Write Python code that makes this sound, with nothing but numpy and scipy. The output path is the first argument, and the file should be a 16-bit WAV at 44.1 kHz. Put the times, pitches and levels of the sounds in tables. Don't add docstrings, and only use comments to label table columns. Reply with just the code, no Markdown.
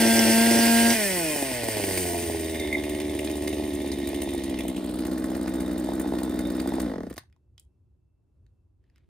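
import sys
import numpy as np
from scipy import signal
from scipy.fft import rfft, irfft, next_fast_len
from scipy.io import wavfile
from scipy.ndimage import uniform_filter1d

SR = 44100
rng = np.random.default_rng(int(sys.argv[2]) if len(sys.argv) > 2 else 0)


def digitize_waveform(pressure):
    field = np.atleast_2d(pressure).T
    bounded = np.clip(field, -1, 1)
    quanta = np.round(bounded * 32767).astype(np.int16)
    wavfile.write(sys.argv[1], SR, quanta)


N = 400859
T = np.arange(N) / SR
THROTTLE_SHUT_S, SWITCH_OFF_S, STOP_S = 0.96, 6.84, 7.15
LOWERING_S = 0.22

# [start_s, relative_db]
FIRINGS = [(1.36, -18), (1.425, -16.5), (1.515, -21.5), (1.634, -20), (1.658, -29), (1.685, -17),
           (1.768, -20.5), (1.798, -19.5), (1.839, -17.5), (1.88, -20.5), (1.91, -19.5), (1.974, -21.5),
           (2.053, -24), (2.134, -22), (2.298, -19.5), (2.346, -19), (2.532, -41), (2.648, -25),
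           (2.769, -24), (3.134, -26.5), (3.354, -25), (3.529, -25), (3.597, -24), (3.623, -24),
           (3.844, -26.5), (4.131, -27), (4.274, -24), (4.346, -21.5), (4.651, -22), (5.317, -26),
           (5.459, -29), (5.888, -18), (5.9188, -22), (6.045, -22.5), (6.06, -23.5), (6.08, -42),
           (6.122, -20.5), (6.137, -18), (6.218, -25), (6.277, -24.5), (6.659, -21.5), (6.721, -20),
           (6.766, -31), (6.783, -19.5), (6.917, -31), (6.937, -31), (6.958, -47), (6.982, -49),
           (7.006, -48), (7.034, -50.5), (7.068, -49), (7.11, -41), (7.178, -31)]
# [pitch_hz, width_hz, relative_db]
CASING = [(1260, 1620, 2), (2120, 1990, 7.5), (2470, 4780, 1), (4410, 1720, 5), (4954, 1100, -1),
          (5960, 2100, -6)]
# [pitch_hz, width_hz, relative_db]
CHAIN = [(6510, 2000, -6.5), (8885, 1940, 0.5), (10170, 1700, -5), (13500, 2300, -5), (15000, 1500, -7)]


def undb(db):
    return 10 ** (np.asarray(db) / 20)


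def level(x, db):
    return x * undb(db) / np.sqrt(np.mean(x ** 2))


def noise():
    return rng.standard_normal(N)


def ring(x, hz, width_hz):
    return signal.lfilter(*signal.iirpeak(hz, hz / width_hz, fs=SR), x)


def body(x, modes):
    out = 0
    for k, (hz, width_hz, db) in enumerate(modes):
        out = out + (-1) ** k * undb(db) * ring(ring(x, hz, width_hz), hz, width_hz)
    return out


def struck(x, modes):
    return body(x, modes) / np.abs(body(np.eye(1, 2000)[0], modes)).max()


def clicks(times_s, sizes):
    place = np.asarray(times_s) * SR
    k = place.astype(int)
    out = np.zeros(N + 2)
    np.add.at(out, k, sizes * (1 - place + k))
    np.add.at(out, k + 1, sizes * (place - k))
    return out[:N]


def fade(x, tau_s):
    return signal.lfilter([1], [1, -np.exp(-1 / (tau_s * SR))], x)


def burst(x, rise_s, fall_s):
    def shape(v):
        return fade(fade(v, rise_s), fall_s)
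    return shape(x) / shape(np.eye(1, 2000)[0]).max()


def even(x):
    return x / np.sqrt(uniform_filter1d(x ** 2, SR // 8) + 1e-12)


def on_log(points, hz):
    points = np.array(points)
    return np.interp(np.log(hz + 1), np.log(points[:, 0]), points[:, 1])


def walk(rate_hz):
    k = int(SR / rate_hz)
    steps = np.repeat(rng.standard_normal(N // k + 1), k)
    return 0.47 * uniform_filter1d(steps, k)[:N]


def grit_noise():
    return noise() * undb(7 * walk(900))


def engine():
    # [start_s, crank_hz]
    speed = [(0.0, 230.02), (0.03, 226.4), (0.18, 228.31), (0.25, 225.2), (0.33, 225.29), (0.44, 230.0),
             (0.65, 230.71), (0.8, 231.19), (0.93, 232.12), (0.99, 214.94), (1.07, 195.27), (1.15, 180.31),
             (1.25, 159.61), (1.37, 143.38), (1.49, 130.66), (1.61, 116.33), (1.73, 108.24), (1.85, 97.3),
             (1.97, 92.02), (2.09, 86.66), (2.25, 84.66), (2.39, 80.52), (2.53, 79.71), (2.67, 75.1),
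             (2.81, 72.52), (2.95, 74.19), (3.09, 74.38), (3.23, 73.69), (3.37, 73.54), (3.51, 75.12),
             (3.65, 72.98), (3.79, 71.33), (3.93, 70.11), (4.07, 69.08), (4.21, 70.34), (4.35, 68.15),
             (4.49, 66.25), (4.63, 63.1), (4.77, 62.87), (4.91, 60.84), (5.05, 64.4), (5.19, 63.57),
             (5.33, 64.39), (5.47, 63.09), (5.61, 63.26), (5.75, 61.5), (5.89, 64.61), (6.03, 64.43),
             (6.17, 63.1), (6.31, 64.1), (6.45, 61.87), (6.59, 63.47), (6.73, 65.13), (6.84, 62.62),
             (6.91, 54.4), (6.99, 41.15), (7.05, 31.7), (7.13, 23)]
    # [crank_hz, muffler_db, thump_db, overtones_db, casing_db, chain_db]
    by_speed = [(23.06, -41, -90.5, -59, -71, -79), (31, -36, -61, -46.5, -61, -70),
                (42, -33, -51.5, -43, -61, -75), (55.4, -28.5, -48.5, -40, -52.5, -62),
                (59.6, -27.5, -42, -46.5, -49, -60.5), (73.14, -27, -37.5, -40, -50, -52),
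                (90.3, -29, -34, -39.5, -38.5, -34.5), (113, -34, -36, -35, -38, -40.5),
                (156.4, -27, -43, -32.5, -35.5, -35.5), (226, -27, -40.5, -32, -30.5, -31),
                (224.3, -26.5, -34, -29, -30, -29)]
    # [middle_s, length_s]
    clean_runs = [(0.04, 0.017), (0.11, 0.041), (0.229, 0.02), (0.403, 0.13), (0.491, 0.024),
                  (0.637, 0.019), (0.743, 0.15), (0.86, 0.033)]
    set_down_s, ground_muffler_db, ground_thump_db = 5, 4, 2.5
    swing_s, swing_length_s, swing_peak_db = 1.21, 0.24, 1.5
    kick_thump_db, kick_puff_db = 10, 1

    hz = np.interp(T, *np.transpose(speed))
    kick_s, kick_db = kicks(hz)
    turn, swell = crank(hz, kick_s)
    rate, *columns = np.transpose(by_speed)
    muffler_db, thump_db, over_db, casing_db, chain_db = (np.interp(hz, rate, c) for c in columns)
    down = np.clip((T - set_down_s) / LOWERING_S + .5, 0, 1)
    muffler_db = muffler_db + ground_muffler_db * down + kick_puff_db * swell
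    thump_db = thump_db + ground_thump_db * down + kick_thump_db * swell
    swing_db = swing_peak_db * np.exp(-((T - swing_s) / swing_length_s) ** 2)
    casing_db, chain_db = casing_db + swing_db / 2, chain_db + swing_db

    run = np.clip((STOP_S - T) / 0.016, 0, 1)
    opened = np.clip((THROTTLE_SHUT_S - T) / .045, 0, 1)
    clean = sum(np.exp(-(2 * (T - s) / length) ** 2) for s, length in clean_runs)
    coast = (1 - opened) * np.clip(hz / 60 - 1.5, 0, 1)
    turn_s = np.interp(np.arange(1, int(turn[-1])), turn, T)
    lumpy = np.clip(1.5 - np.interp(turn_s, T, hz) / 110, .1, 1)
    puff_s = turn_s + .0002 * lumpy ** 2 * rng.standard_normal(len(turn_s))

    idle = muffler_puffs(hz, turn_s, puff_s, lumpy, muffler_db) * undb(1.3 * walk(28))
    idle = idle + outlet_overtones(puff_s, lumpy, over_db) * undb(2.5 * walk(24))
    idle = idle + exhaust_gas(turn, muffler_db) + intake_thump(turn, thump_db)
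    exhaust = idle * (1 - opened) * run + opened * throttle_bark(turn, turn_s, clean)
    pops = firing_pops(hz, turn_s, opened, clean)

    dying = np.exp(-np.clip(T - STOP_S + 0.022, 0, 9) / 0.023)
    metal = piston_raps(hz, puff_s, lumpy, casing_db, coast)
    metal = metal + casing_and_chain_hiss(turn, casing_db, chain_db, coast)
    metal = (metal + singing_part(turn, kick_s, opened, down)) * dying
    metal = metal + clutch_rattle(hz, kick_s, kick_db) + idle_clatter(puff_s, lumpy) * run
    metal = metal + coast_whine(turn, casing_db, coast)
    return exhaust + pops + dull_on_ground(metal)


def kicks(hz):
    # [start_s, relative_db]
    strong_rattles = [(1.3601, -26), (1.422, -25), (1.5403, -28), (1.6316, -25), (1.6831, -22.5),
                      (1.769, -24), (1.8378, -25), (1.8818, -33), (1.9215, -30), (1.9741, -19),
                      (2.0655, -30), (2.226, -29.5), (2.2738, -30), (2.5451, -30), (2.673, -30.5),
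                      (2.8359, -28), (7.0987, -39.5), (7.1264, -45), (7.162, -45), (7.1788, -28.5),
                      (2.3941, -27.5), (2.5977, -29.5), (2.8925, -28), (2.9474, -30), (2.9997, -28),
                      (3.0945, -31), (3.1494, -32), (3.1893, -26.5), (3.2447, -28.5), (3.2981, -29.5),
                      (3.3544, -31), (3.4223, -29.5), (3.4747, -26), (3.5275, -29), (3.6368, -35.5),
                      (3.6772, -41), (3.7341, -28.5), (3.8014, -32), (3.8598, -30), (3.9167, -27.5),
                      (3.985, -35.5), (4.0294, -40), (4.0718, -29), (4.1436, -28.5), (4.217, -27.5),
                      (4.2893, -32), (4.3776, -33), (4.437, -28.5), (4.4953, -34), (4.5876, -29.5),
                      (4.6809, -30.5), (4.7627, -30), (4.8421, -33), (4.8919, -35), (4.9378, -33.5),
                      (4.9872, -31), (5.0501, -30), (5.1139, -30), (5.1783, -31), (5.2406, -29.5),
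                      (5.3005, -38.5), (5.3494, -31), (5.4108, -33.5), (5.4751, -31), (5.5385, -29.5),
                      (5.6023, -30.5), (5.6612, -36.5), (5.7126, -33), (5.7784, -31), (5.8413, -33.5),
                      (5.9346, -33.5), (5.9964, -29), (6.0733, -32.5), (6.1346, -37), (6.1845, -35),
                      (6.2319, -29.5), (6.2938, -36), (6.3416, -37), (6.3895, -29), (6.4519, -32.5),
                      (6.5008, -31.5), (6.5487, -33), (6.5981, -29), (6.6734, -31.5), (6.7353, -33),
                      (6.7986, -27)]
    idle_hz, spacing_turns = 88, 3.9
    soft_level_db, soft_spread_db = -35, 5

    turn = np.cumsum(hz) / SR
    s, db = np.transpose(sorted(strong_rattles))
    at = np.interp(s, T, turn)
    soft_turns = []
    for a, b in zip(at[:-1], at[1:]):
        count = max(int(round((b - a) / spacing_turns)), 1)
        soft_turns.append(np.linspace(a, b, count + 1)[1:-1])
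    soft_s = np.interp(np.concatenate(soft_turns), turn, T)
    soft_s = soft_s[(np.interp(soft_s, T, hz) < idle_hz) & (soft_s < SWITCH_OFF_S)]
    soft_db = soft_level_db + soft_spread_db * rng.standard_normal(len(soft_s))
    all_s = np.append(s, soft_s)
    order = np.argsort(all_s)
    return all_s[order], np.append(db, soft_db)[order]


def crank(hz, kick_s):
    start_turn = 0.1408
    droop, lag = .11, 0.11

    turn = start_turn + np.cumsum(hz) / SR
    strokes_s = np.array(FIRINGS)[:, 0]
    strokes_s = strokes_s[strokes_s > SWITCH_OFF_S]
    at = np.interp(strokes_s, T, turn)
    steps = np.maximum(np.round(np.diff(at)), 1)
    whole = np.round(at[0]) + np.append(0, np.cumsum(steps))
    turn = turn + np.interp(T, np.append(SWITCH_OFF_S, strokes_s), np.append(0, whole - at))

    kick_s = kick_s[kick_s < SWITCH_OFF_S]
    part = np.interp(T, kick_s, np.arange(len(kick_s)))
    gap_s = np.diff(kick_s, append=kick_s[-1])[part.astype(int)]
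    slow = np.clip(1.6 - hz / 70, 0, 1)
    swell = slow * (gap_s < .09) * np.cos(2 * np.pi * (part - lag))
    sag = (part % 1) * (1 - part % 1) - 1 / 6
    ripple = uniform_filter1d(np.minimum(gap_s, .09) * sag, size=200)
    return turn + droop * slow * hz * ripple, uniform_filter1d(swell, size=200)


def muffler_puffs(hz, turn_s, puff_s, lumpy, muffler_db):
    # [pitch_hz, width_hz, relative_db]
    muffler = [(306.6, 187, -0.5), (170, 92, 1.5), (393, 144, -7)]
    transfer_turns, transfer_db = 0.2188, 4.5
    shell_hz, shell_width_hz, shell_db = 180, 20, -13

    puffs = 0
    for k, mode in enumerate(muffler):
        sizes = undb((.8 + .8 * lumpy) * rng.standard_normal(len(puff_s)))
        puffs = puffs + (-1) ** k * body(clicks(puff_s, sizes), [mode])
    delay_s = transfer_turns / np.maximum(hz, 55)
    second = np.interp(T - delay_s, T, puffs)
    third = np.interp(T - 2 * delay_s, T, puffs)
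    transfer = undb(transfer_db) * np.interp(T, turn_s, lumpy) * np.clip(hz / 12 - 4, .15, 1)
    puffs = 0.82 * puffs + transfer * (second + 0.98 * third)
    puffs = ring(puffs, 330, 330)
    shell = level(ring(clicks(puff_s, lumpy), shell_hz, shell_width_hz), 0)
    puffs = puffs + undb(shell_db) * shell * puffs.std()
    return even(puffs) * undb(muffler_db - 8.0)


def outlet_overtones(puff_s, lumpy, over_db):
    # [pitch_hz, width_hz, relative_db]
    overtones = [(614.3, 128, 7.5), (860, 108, -1.5), (985, 510, -8.5), (1893, 640, -9.5)]
    # [pitch_hz, width_hz, relative_db]
    facing = [(685, 82, 2), (926, 100, -4)]
    facing_s, facing_length_s, facing_db = 2.133, 0.09, -36

    sizes = undb(2 * lumpy * rng.standard_normal(len(puff_s)))
    over = even(body(clicks(puff_s, sizes), overtones)) * undb(over_db - 2.0)
    head_on = body(clicks(puff_s, undb(2.5 * rng.standard_normal(len(puff_s)))), facing)
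    window = np.exp(-((T - facing_s) / facing_length_s) ** 2)
    return over + level(head_on, facing_db) * window


def exhaust_gas(turn, muffler_db):
    # [pitch_hz, width_hz, relative_db]
    gas_bands = [(300, 260, 0), (620, 250, -10)]
    gas = level(body(noise(), gas_bands), -22)
    return gas * undb(muffler_db + 1.57 * walk(45)) * (1.14 + np.exp(-(turn % 1) / 0.68))


def intake_thump(turn, thump_db):
    lead_turns = 0.4
    wave = np.sin(2 * np.pi * (turn + lead_turns))
    wave = wave + 0.13 * np.sin(4 * np.pi * turn) + 0.52 * np.sin(6 * np.pi * turn)
    return wave * undb(thump_db - 7.0 + 1.1 * walk(26))


def throttle_bark(turn, turn_s, clean):
    # [crank_multiple, relative_db]
    bark_lines = [(1, 2), (2, -12), (3, -5.5), (4, -6), (5, -33), (6, -11), (7, -1.45), (8, -20.5),
                  (9, -19.5), (10, -28.5), (11, -26.5), (12, -18.5), (13, -28.5), (15, -18.5), (19, -19.5),
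                  (20, -17), (25, -22.5)]
    # [pitch_hz, width_hz, relative_db]
    outlet = [(87.4, 110, 4), (310, 220, 14), (584, 200, 11.5), (880, 240, 6.5), (1810, 540, -32),
              (3316, 760, -24)]
    bark_db, clean_gain_db = -25, 2
    skip_db, clean_drop_db = -36.5, -9

    bark = 0
    for k, db in bark_lines:
        bark = bark + undb(db + 0.27 * np.sqrt(k) * walk(17)) * np.cos(2 * np.pi * k * turn)
    swap = np.cumprod(np.where(rng.standard_normal(len(turn_s)) > .9, 1., -1.))
    sizes = swap * undb(3.2 * rng.standard_normal(len(turn_s)))
    skips = level(body(clicks(turn_s, sizes), outlet), 0.86)
    return bark * undb(bark_db + clean_gain_db * clean) + skips * undb(skip_db + clean_drop_db * clean)


def firing_pops(hz, turn_s, opened, clean):
    # [pitch_hz, width_hz, relative_db]
    pop_modes = [(303.7, 190, 4), (650, 260, -2.5), (903, 230, -3.5), (1820, 420, -23)]
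    # [pitch_hz, width_hz, relative_db]
    crack_modes = [(1900, 820, -9.5), (2940, 1200, -8), (5780, 1100, 2.5)]
    # [start_s, crack_db]
    hard_firings = [(0.0218, -19.5), (0.0483, -21.5), (0.0747, -20.5), (0.18, -21), (0.1931, -16.5),
                    (0.2404, -19), (0.2818, -17.5), (0.2952, -19), (0.3435, -23.5), (0.379, -19.5),
                    (0.41, -23.5), (0.4707, -20.5), (0.51, -17.5), (0.5444, -21.5), (0.5574, -19.5),
                    (0.5884, -17), (0.6693, -20.5), (0.6952, -22.5)]
    sputter_hz, weak_share = 112, .13
    weak_db, weak_spread_db = -33, 2
    hard_pop_db = 1.5

    spread = rng.standard_normal(len(turn_s))
    slow = np.interp(turn_s, T, hz) < sputter_hz
    weak = (rng.random(len(turn_s)) < weak_share) & slow & (turn_s < SWITCH_OFF_S)
    s, db = np.transpose(FIRINGS)
    blast = clicks(s, undb(db)) + clicks(turn_s, weak * undb(weak_db + weak_spread_db * spread))

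    s, db = np.transpose(hard_firings)
    hard = clicks(s, undb(db))
    unclean = np.interp(turn_s, T, opened * np.exp(-3 * clean))
    small = clicks(turn_s, unclean * undb(-28 + 7.8 * spread))
    late_pop = undb(hard_pop_db) * struck(np.roll(hard, 40), pop_modes)
    return struck(blast, pop_modes) + struck(hard + small, crack_modes) + late_pop


def clutch_rattle(hz, kick_s, kick_db):
    body_db, treble_mean_db, treble_spread_db = -8, -10.5, 2.2
    rebound_db, rebound_turns = -3.5, 1.1

    grit = grit_noise()
    rattle = 0
    for k, mode in enumerate(CASING):
        colour_db = 2.5 * rng.standard_normal(len(kick_s))
        envelope = burst(clicks(kick_s, undb(kick_db + colour_db - 3)), 0.0016, 0.0044)
        rattle = rattle + (-1) ** k * body(grit, [mode]) * envelope
    rattle = rattle * undb(body_db) / body(grit, CASING).std()

    treble_db = treble_mean_db + treble_spread_db * rng.standard_normal(len(kick_s))
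    again_s = kick_s + rebound_turns / np.interp(kick_s, T, hz)
    again = (again_s < SWITCH_OFF_S) * undb(kick_db + rebound_db + treble_db[::-1])
    bright = clicks(kick_s, undb(kick_db + treble_db)) + clicks(again_s, again)
    return rattle + level(body(grit, CHAIN), 0) * burst(bright, 0.0007, 0.006)


def idle_clatter(puff_s, lumpy):
    late_s = puff_s + 0.0044 * rng.random(len(puff_s))
    sizes = (lumpy > .7) * undb(-48.5 + 5 * rng.standard_normal(len(puff_s)))
    return level(body(grit_noise(), CASING), 0) * burst(clicks(late_s, sizes), .001, 0.0027)


def piston_raps(hz, puff_s, lumpy, casing_db, coast):
    raps = even(body(clicks(puff_s, 1 - lumpy + .1), CASING))
    return raps * undb(casing_db - 7.5 - 3.5 * coast) * np.clip(hz / 150 - .4, .02, 1)


def casing_and_chain_hiss(turn, casing_db, chain_db, coast):
    gate = 1 + 0.17 * np.cos(2 * np.pi * (turn - .1))
    casing = level(body(noise(), CASING), 0.93) * undb(casing_db - 3.5 * coast + 2 * walk(40))
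    chain = level(body(noise(), CHAIN), 0.76) * undb(chain_db + 2 * walk(30))
    return (casing + chain) * gate


def singing_part(turn, kick_s, opened, down):
    # [start_s, relative_db]
    song = [(0.75, -46), (1.5, -59.5), (2.25, -66.5), (2.6, -44.5), (3.4, -57.5), (4.101, -53), (4.85, -65),
            (5.87, -51), (6.75, -52), (7.1, -77)]
    low_db = 1.5

    high = sum(body(noise(), [(hz, 170, 0)]) * undb(9 * walk(25)) for hz in (3560, 3700))
    grit = grit_noise()
    low = sum(body(grit, [(hz, 200, -3)]) * undb(9 * walk(30)) for hz in (1850, 2120))
    sing = high + undb(low_db) * (1 - down) * low
    sing = level(sing * undb(4 * walk(40)) * (1 + .5 * np.cos(2 * np.pi * turn)), -1)
    strikes = 1.1 + 1.2 * burst(clicks(kick_s, np.ones(len(kick_s))), 0.00053, 0.012)
    s, db = np.transpose(song)
    return sing * (1 - .7 * opened) * undb(np.interp(T, s, db)) * strikes


def coast_whine(turn, casing_db, coast):
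    # [crank_multiple, relative_db]
    whine_lines = [(7, 2.5), (8, 2), (9, 1.5), (11, 0), (12, -5), (14, -5), (16, -4.5), (18, -5.5),
                   (21, -2.5), (26, -2)]
    # [pitch_hz, width_hz, relative_db]
    chain_rings = [(2492, 130, 0), (5460, 140, -2.5)]
    whine_db, rings_db = -8, -11

    whine = 0
    for k, db in whine_lines:
        whine = whine + undb(db + 5 * walk(22)) * np.cos(2 * np.pi * k * turn + 1.5 * walk(30))
    whine = ring(whine * undb(whine_db), 1900, 1500)
    return (whine + level(body(noise(), chain_rings), rings_db)) * undb(casing_db) * coast


def dull_on_ground(metal):
    tilt_s = 4.56
    dull_hz, dull_width_hz, dull_share = 4460, 2750, 0.54
    tipped = np.clip((T - tilt_s) / LOWERING_S + .5, 0, 1)
    return metal - dull_share * tipped * ring(metal, dull_hz, dull_width_hz)


def ticks():
    # [start_s, relative_db, pitch_hz]
    tick_list = [(7.127, -42, 1343), (7.1394, -42, 9300), (7.1606, -42, 1700), (7.167, -36, 322),
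                 (7.1788, -26, 1460), (7.203, -52, 1600), (7.235, -56, 900), (7.299, -64, 1860),
                 (7.326, -53, 1950), (7.3627, -62, 1005), (7.579, -40, 3330), (7.5963, -39, 8800),
                 (7.6017, -55, 9060), (7.6266, -68, 9640), (7.636, -70, 9260), (7.6494, -70, 8620),
                 (8.464, -64, 1750), (8.465, -65, 4000), (8.8396, -68, 1792), (8.899, -62, 1800),
                 (8.959, -56.5, 2325), (8.9803, -58, 1580)]
    out = np.zeros(N)
    t = np.arange(2000) / SR
    for s, db, hz in tick_list:
        k = int(s * SR)
        snap = rng.standard_normal(len(t)) * np.exp(-t / 0.0014) * np.clip(t / 0.00095, 0, 1)
        crack = ring(snap, hz, 0.28 * hz) + undb(-26.0) * ring(snap, 2670, 5000)
        out[k:k + len(t)] += (crack / np.abs(crack).max() * undb(db))[:N - k]
    return out


def last_ring():
    start_s, start_db, hz, tau_s = 7, -70, 6250, 0.04
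    decay = (T > start_s) * np.exp(-np.clip(T - start_s, 0, 9) / tau_s)
    return undb(start_db) * decay * np.sin(2 * np.pi * hz * T)


def gravel_crunch():
    # [start_s, level_db]
    crunch_levels = [(8.8, -100), (8.84, -88), (8.93, -90), (8.97, -75.5), (9.03, -86), (9.09, -94)]
    s, db = np.transpose(crunch_levels)
    stones = body(noise() * undb(9 * walk(500)), [(1826, 1500, 0.5), (3600, 2500, -5.5)])
    return level(stones, 0) * undb(np.interp(T, s, db, -120))


def wind():
    # [peak_s, peak_db, rise_s, fall_s]
    gust_list = [(7.285, -56, .04, 0.13), (7.528, -57, 0.076, .07), (7.658, -60, 0.051, 0.063),
                 (7.856, -59.5, 0.11, 0.26), (8.4, -56, 0.056, 0.19), (8.648, -61, 0.12, 0.046),
                 (8.9, -61, 0.22, 0.064), (9.022, -60, 0.054, 0.051)]
    rumble_db, calm_db = -49, -66.5

    lifts_db = [(rumble_db - calm_db) * np.clip(1 - (T - STOP_S) / 0.18, 0, 1)]
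    for s, db, rise_s, fall_s in gust_list:
        lifts_db.append((db - calm_db) * np.interp(T, [s - rise_s, s, s + fall_s], [0, 1, 0]))
    rumble = level(ring(ring(ring(noise(), 71, 60), 58, 69), 86, 90), 0)
    return rumble * undb(calm_db + np.max(lifts_db, axis=0))


def far_whistle():
    return level(ring(ring(noise(), 2670, 14), 2670, 14), -105)


def field_hush():
    # [pitch_hz, relative_db]
    spectrum = [(59, -26), (100, -10.5), (182, -20.5), (368, -20.5), (432, -28.5), (468, -29.5),
                (727, -37.5), (943, -39), (1300, -45), (1800, -52), (4000, -56.5), (12000, -58.5),
                (15600, -99.5), (22000, -120)]
    hush_db = -72
    size = next_fast_len(N)
    hz = np.arange(size // 2 + 1) * SR / size
    gain = undb(on_log(spectrum, hz))

    def hush():
        return irfft(rfft(noise() * undb(3 * walk(5.2)), size) * gain, size)[:N]
    return level(hush(), hush_db) + level(hush(), hush_db - 5.0) * np.array([[1], [-1]])


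def ground_echo(direct):
    # [start_s, extra_delay_ms, strength_db]
    ground_path = [(0, .34, -1), (2, .33, -1), (3, .3, -1), (4.6, .29, -1), (4.9, .21, -3), (5.2, .13, -7),
                   (9.1, .13, -7)]
    s, ms, db = np.transpose(ground_path)
    late = np.interp(T - np.interp(T, s, ms) / 1000, T, direct)
    lows = signal.butter(1, 2500, fs=SR, output="sos")
    return undb(np.interp(T, s, db)) * signal.sosfilt(lows, late)


def two_ports(saw):
    # [pitch_hz, difference_db]
    port_tilt = [(60, 1), (110, 0.5), (200, 3.5), (380, -2.5), (700, -0.5), (1290, -1), (2380, -1),
                 (4400, -7), (8120, 1), (15000, -0.5)]
    # [pitch_hz, difference_db]
    port_side = [(60, -26.5), (110, -7), (200, -20), (380, -8.5), (700, 0), (1290, -1), (2380, -28.5),
                 (4400, 1), (8120, 5.5), (15000, 3)]
    size = next_fast_len(N)
    hz = np.arange(size // 2 + 1) * SR / size
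    side = 1j * undb(on_log(port_side, hz) - 5.5)
    tilt = undb(on_log(port_tilt, hz) / 2)
    spectrum = rfft(saw, size)
    return np.array([irfft(spectrum * g, size)[:N] for g in ((1 + side) * tilt, (1 - side) / tilt)])


def scattered_tail(saw):
    tails = []
    for _ in range(2):
        grain = rng.standard_normal(6000) * np.exp(-np.arange(6000) / SR / 0.024)
        tail = ring(grain, 2400, 3700) + undb(-1.5) * ring(ring(grain, 3900, 4500), 2100, 9200)
        tails.append(tail + undb(-11.5) * ring(grain, 19000, 4000) + ring(grain, 8800, 3000))
    return undb(-36) * signal.fftconvolve(saw[None], np.array(tails), axes=1)[:, :N]


def scene():
    direct = engine() + ticks() + last_ring()
    saw = direct + ground_echo(direct)
    saw = signal.sosfilt(signal.butter(2, 45, "high", fs=SR, output="sos"), saw) * undb(-0.5)
    outdoors = gravel_crunch() + wind() + far_whistle() + field_hush()
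    return two_ports(saw) + scattered_tail(saw) + outdoors


def record(dry):
    return signal.sosfilt(signal.ellip(10, .2, 70, 15700, fs=SR, output="sos"), dry)


dry = scene()
out = record(dry)
digitize_waveform(out)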